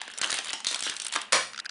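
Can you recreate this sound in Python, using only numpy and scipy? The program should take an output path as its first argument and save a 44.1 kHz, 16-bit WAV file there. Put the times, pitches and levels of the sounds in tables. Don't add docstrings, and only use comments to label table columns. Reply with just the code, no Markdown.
import sys
import numpy as np
from scipy import signal
from scipy.fft import rfft, irfft, next_fast_len
from scipy.io import wavfile
from scipy.ndimage import uniform_filter1d

SR = 44100
rng = np.random.default_rng(int(sys.argv[2]) if len(sys.argv) > 2 else 0)


def generate_wav(signal):
    frames = np.transpose(np.atleast_2d(signal))
    scaled = np.clip(frames, -1, 1) * 32767
    pcm = np.round(scaled).astype(np.int16)
    wavfile.write(sys.argv[1], SR, pcm)


N = 74970
TIME = np.arange(N) / SR
HIT_SAMPLES, LEAD_S = 4096, 0.005
TREBLE_HZ = 8700

# t/s, level/dB
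FRICTION_LEVEL = [(0, -45.5), (.05, -43.5), (.11, -46.5), (.2, -64.5), (.235, -27), (.28, -40), (.325, -40),
                  (.348, -35), (.385, -34), (.43, -48.5), (.5, -36.5), (.62, -68), (.69, -42), (.82, -44),
                  (.89, -35), (.95, -44.5), (1.03, -44), (1.11, -49), (1.145, -30), (1.2, -40.5),
                  (1.315, -65), (1.345, -32.5), (1.54, -70.5)]


def from_db(db):
    return 10 ** (np.asarray(db) / 20)


def unit_rms(x):
    return x / np.sqrt(np.mean(x ** 2) + 1e-20)


def decay(t, t60):
    return np.exp(-np.log(1000) * t / np.maximum(t60, 1e-4))


def wander(size, count):
    return signal.resample(rng.standard_normal(count), size)


def at_hz(points, size):
    hz, value = np.transpose(sorted(points))
    return np.interp(np.log(np.fft.rfftfreq(size, 1 / SR) + 1), np.log(hz), value)


def minimum_phase(gain):
    cepstrum = irfft(np.log(gain + 1e-9))
    half = len(cepstrum) // 2
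    cepstrum[1:half] *= 2
    cepstrum[half + 1:] = 0
    return np.exp(rfft(cepstrum))


def coloured(x, points):
    size = 2 * next_fast_len(len(x))
    return irfft(rfft(x, size) * minimum_phase(from_db(at_hz(points, size))))[:len(x)]


def add(paths, start_s, sound, room_db):
    start = max(int(round(start_s * SR)), 0)
    part = sound[:max(N - start, 0)]
    paths[:, start:start + len(part)] += np.outer([1, from_db(room_db)], part)


def room_tone(level_db=-54.5):
    # f/Hz, level/dB
    spectrum = [(30, -8.5), (120, -1), (170, -2), (215, 17), (300, 4.5), (900, 8), (1450, 10.5),
                (2200, 8.5), (2850, 15.5), (3700, -29.5), (10000, -42)]
    return from_db(level_db) * unit_rms(coloured(rng.standard_normal(N), spectrum))


def reflections(size=32768, gap_s=0.0016, build_s=0.0078):
    # f/Hz, t60/s
    reverberation = [(100, 0.11), (260, 0.28), (700, 0.35), (1840, 0.32), (4850, 0.37), (10000, 0.37)]
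    # f/Hz, level/dB
    colour = [(40, -47), (110, -0.5), (210, 2.5), (600, 2), (3000, -1.5), (10000, -7.5)]
    t, t60 = TIME[:size], at_hz(reverberation, size)
    white = rfft(rng.standard_normal(size))
    octave = np.round(np.log2(np.fft.rfftfreq(size, 1 / SR) + 20))
    bands = [octave == k for k in np.unique(octave)]
    tail = sum(irfft(white * band) * decay(t, t60[band].mean()) for band in bands)
    tail *= np.clip((t - gap_s) / build_s, 0, 1)
    return coloured(tail / np.linalg.norm(tail), colour)


def room(sent, patterns=5, step_s=0.014):
    place = TIME / step_s
    crossfades = [np.sin(np.pi / 2 * np.minimum((place - k) % patterns, 2)) for k in range(patterns)]
    return sum(signal.fftconvolve(sent * fade, reflections())[:N] for fade in crossfades)


def string_ticks(ticks_per_s=180, base_db=-51.5):
    # f/Hz, level/dB
    colour = [(1500, -9), (5000, 1), (10000, 5.5)]
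    effort_db = np.interp(TIME, *np.transpose(FRICTION_LEVEL))
    catches = rng.standard_normal(N) * (rng.random(N) < ticks_per_s / SR)
    return unit_rms(coloured(catches, colour)) * from_db(base_db + effort_db - effort_db.mean())


def crinkle(slips_per_s=2500, spread_db=3, clump_db=4, bandwidth_hz=420):
    # f/Hz, level/dB
    colour = [(60, -10), (300, -7), (800, 1), (1500, 10.5), (2400, 7.5), (3150, 15), (4700, 5.5),
              (6000, -7.5), (10000, -30)]
    pitches_hz = np.linspace(400, 9900, 24)
    radius = np.exp(-np.pi * bandwidth_hz / SR)
    grains = np.zeros(N)
    for hz in pitches_hz:
        sizes = from_db(spread_db * np.minimum(rng.exponential(1, N), 4)) * rng.choice([-1, 1], N)
        slips = sizes * (rng.random(N) < slips_per_s / len(pitches_hz) / SR)
        slips *= from_db(clump_db * wander(N, count=170))
        pole_real = radius * np.cos(2 * np.pi * hz / SR)
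        grains += signal.lfilter([1, -pole_real], [1, -2 * pole_real, radius ** 2], slips + 1e-18)
    envelope = from_db(np.interp(TIME, *np.transpose(FRICTION_LEVEL)))
    paths = np.zeros((2, N))
    add(paths, 0, unit_rms(coloured(grains, colour)) * envelope, room_db=-8)
    return paths


def contact(colour, ring_s, crack_share, crack_s=0.0034, rise_s=0.0058, rise_db=-2.5):
    t = TIME[:HIT_SAMPLES] - LEAD_S
    chatter = np.where(t < 0, from_db(rise_db) * decay(abs(t), rise_s), decay(abs(t), ring_s))
    crack = (t >= 0) * decay(abs(t), crack_s)
    power = crack_share * unit_rms(crack) ** 2 + (1 - crack_share) * unit_rms(chatter) ** 2
    spectrum = rfft(rng.standard_normal(HIT_SAMPLES) * np.sqrt(power))
    trend = np.sqrt(uniform_filter1d(abs(spectrum) ** 2, size=90))
    return irfft(spectrum * minimum_phase(from_db(at_hz(colour, HIT_SAMPLES)) / trend))


def resonant_ripple(sound, ripple_db=3.5):
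    gain = from_db(ripple_db * wander(HIT_SAMPLES // 2 + 1, count=44))
    return irfft(rfft(sound) * minimum_phase(unit_rms(gain)))


def rattle():
    # t/s, level/dB, relative mids/dB, relative treble/dB
    impacts = [(1.534, -9.5, 6, -10.5), (1.5457, -10, 11, -26), (1.561, -8, 3.5, -19),
               (1.578, 0.5, -2, -22), (1.59, -5, 3, -18), (1.5932, -11, 11, -7), (1.5996, 3, -3.5, -12),
               (1.6478, -22.5, 20, 2), (1.656, -3.5, -2, -23), (1.6609, -3.5, 5.5, -12),
               (1.6945, 0.5, -0.5, -24)]
    # f/Hz, level/dB re the mids
    body = [(40, -50), (500, -24), (1050, -15), (1450, 3.5), (1950, -4), (2500, -10)]
    # f/Hz, level/dB
    edge = [(3400, -4), (4700, 2), (6300, -8)]
    paths = np.zeros((2, N))
    for t, db, mid_db, treble_db in impacts:
        colour = [(hz, body_db + mid_db) for hz, body_db in body] + edge + [(TREBLE_HZ, treble_db)]
        tick = resonant_ripple(contact(colour, ring_s=0.013, crack_share=0.11))
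        add(paths, t - LEAD_S, from_db(db) * tick, room_db=-52)
    return paths


def slap():
    # t/s, level/dB, t60/s, room send/dB
    impacts = [(1.324, 10.5, 0.031, -17), (1.3305, 14.5, 0.039, 5.5)]
    # f/Hz, level/dB
    colour = [(30, -24.5), (120, -32.5), (350, -13), (510, -7.5), (1100, -1), (2100, 2.5), (3300, -2.5),
              (5000, 0.5), (8000, -5), (10000, -0.5)]
    # f/Hz, level/dB, t60/s
    modes = [(113.4, -51.5, 0.58), (201, -42.5, 0.38), (300, -49.5, 0.4), (536, -34, 0.19),
             (582, -27, 0.16), (635, -33.5, 0.24), (986, -25.5, 0.18), (1067, -29, 0.25), (1187, -36, 0.13),
             (1898, -34.5, 0.43)]
    paths = np.zeros((2, N))
    for t, db, ring_s, room_db in impacts:
        add(paths, t - LEAD_S, from_db(db) * contact(colour, ring_s, crack_share=0.56), room_db)
    ringing = sum(from_db(db) * np.cos(2 * np.pi * hz * TIME) * decay(TIME, t60) for hz, db, t60 in modes)
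    add(paths, impacts[-1][0], ringing, room_db=-12)
    return paths


def knocks(bass_hz=400):
    # t/s, level/dB, relative bass/dB, room send/dB
    blows = [(0.0793, -4, -9, -15), (0.2352, 3, -13, -7), (0.2505, 0, -4, -3), (0.2981, 1.5, -11, -7),
             (0.3899, 0.5, -7, -6), (0.5349, -7.5, 6, -7.5), (0.712, -7, 3, -3), (0.8662, 2, -4, -6.5),
             (1.1548, 3, -8.5, 4), (1.161, 13, -15, -9.5)]
    # f/Hz, level/dB re the bass
    lows = [(40, -36), (160, -32), (290, 6)]
    # f/Hz, level/dB
    highs = [(950, -1), (1600, 4.5), (2600, -8), (5000, -10), (10000, -13)]
    paths = np.zeros((2, N))
    for t, db, bass_db, room_db in blows:
        colour = [(hz, low_db + bass_db) for hz, low_db in lows] + [(bass_hz, bass_db)] + highs
        add(paths, t - LEAD_S, from_db(db) * contact(colour, ring_s=0.015, crack_share=0.12), room_db)
    return paths


def hinge_snaps():
    # t/s, level/dB
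    snaps = [(0.2153, -0.5), (0.3280, 1.5), (0.5377, -10), (0.6687, -6), (0.8252, -8.5), (0.8976, -7.5),
             (1.0014, -18.5)]
    # f/Hz, level/dB
    colour = [(30, -4), (300, 3.5), (2000, 3), (5000, 6.5), (10000, 2.5)]
    pulse = -coloured(signal.unit_impulse(HIT_SAMPLES), colour)
    paths = np.zeros((2, N))
    for t, db in snaps:
        add(paths, t, from_db(db) * pulse, room_db=-11)
    return paths


def tile_clacks(mid_hz=1500, presence_hz=3850):
    # t/s, level/dB, relative mids/dB, relative treble/dB, room send/dB
    collisions = [(0.0159, 1, -1.5, -11, -4.5), (0.138, -12.5, 1, -4, 2.5), (0.1769, -6, 0.5, -2, -32),
                  (0.1858, -6, -7, 5.5, -36), (0.1931, -7.5, 3, -25, 2), (0.2154, 7, -5.5, -3, -0.5),
                  (0.2416, -6.5, 2, 2, -3), (0.2737, -2.5, 0, -7, 4.5), (0.3042, 4, -12, -3, -25),
                  (0.3081, -0.5, -6.5, -4, -7), (0.3175, 0, -6, -0.5, 3.5), (0.3282, 2.5, 1.5, -10, 2),
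                  (0.3425, 0, -2.5, 2.5, 2.5), (0.388, 7.5, -13, -11.5, -4), (0.446, -8.5, 1, 2.5, -7),
                  (0.4581, -13.5, 7.5, 4, -5.5), (0.471, -11.5, 5, -1.5, -17), (0.5048, -6, 1.5, 0, -25),
                  (0.5318, 2.5, -2, -2, 1.5), (0.537, -11.5, 2, 8, -7), (0.604, -8, 3.5, -4, -18),
                  (0.647, 4.5, -9.5, -7, -24), (0.6575, 1.5, -7, -33, 4), (0.6687, 13, -17.5, -12.5, 2.5),
                  (0.675, 1.5, -8.5, -4.5, -3.5), (0.687, -4.5, -26, 0.5, 9), (0.7129, -1.5, -7, -3, -2),
                  (0.7214, -6, 3.5, -16, -1), (0.7278, -7, 7.5, 1, 4), (0.7457, 8, -9.5, -9, -15),
                  (0.7594, -6.5, 10, 1, -17), (0.7924, -6, 0.5, 1, -15), (0.8065, -7.5, 4, 8.5, -27),
                  (0.8255, 4, -21, -8.5, 6.5), (0.837, 1, -15, -7.5, 9.5), (0.8978, 1.5, 2.5, -2, -8),
                  (0.9661, -3, -13, 2.5, -34), (0.9999, 2.5, -19, -5, 0.5), (1.0195, -11, 1, 10, -26),
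                  (1.0484, -13.5, 7, 11, -30), (1.054, -7.5, 2, -6.5, -4), (1.0668, 0, -1.5, 0, -31),
                  (1.0829, -13, 1, 12.5, -24), (1.125, 1, -2.5, -5.5, -8.5), (1.138, -0.5, 2, -2.5, -16),
                  (1.155, -2.5, 9, -3, -15), (1.2162, -2.5, -13, -4.5, -11.5)]
    # f/Hz, level/dB re the mids
    lows = [(40, -33.5), (250, -21.5), (600, -9.5)]
    paths = np.zeros((2, N))
    for t, db, mid_db, treble_db, room_db in collisions:
        colour = [(hz, low_db + mid_db) for hz, low_db in lows]
        colour += [(mid_hz, mid_db), (presence_hz, 0), (TREBLE_HZ, treble_db)]
        clack = resonant_ripple(contact(colour, ring_s=0.017, crack_share=0.35))
        add(paths, t - LEAD_S, from_db(db) * clack, room_db)
    return paths


def scene():
    direct, sent = tile_clacks() + hinge_snaps() + knocks() + slap() + rattle() + crinkle()
    background = room_tone()
    return (direct + string_ticks() + room(sent) + background)[None]


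def record(dry):
    ceiling, cutoff_hz = 0.75, 10080
    rounded = ceiling * np.tanh(dry / ceiling)
    taps = signal.firwin(601, cutoff_hz, fs=SR)
    return signal.fftconvolve(rounded, taps[None], mode="same", axes=1)


dry = scene()
out = record(dry)
generate_wav(out)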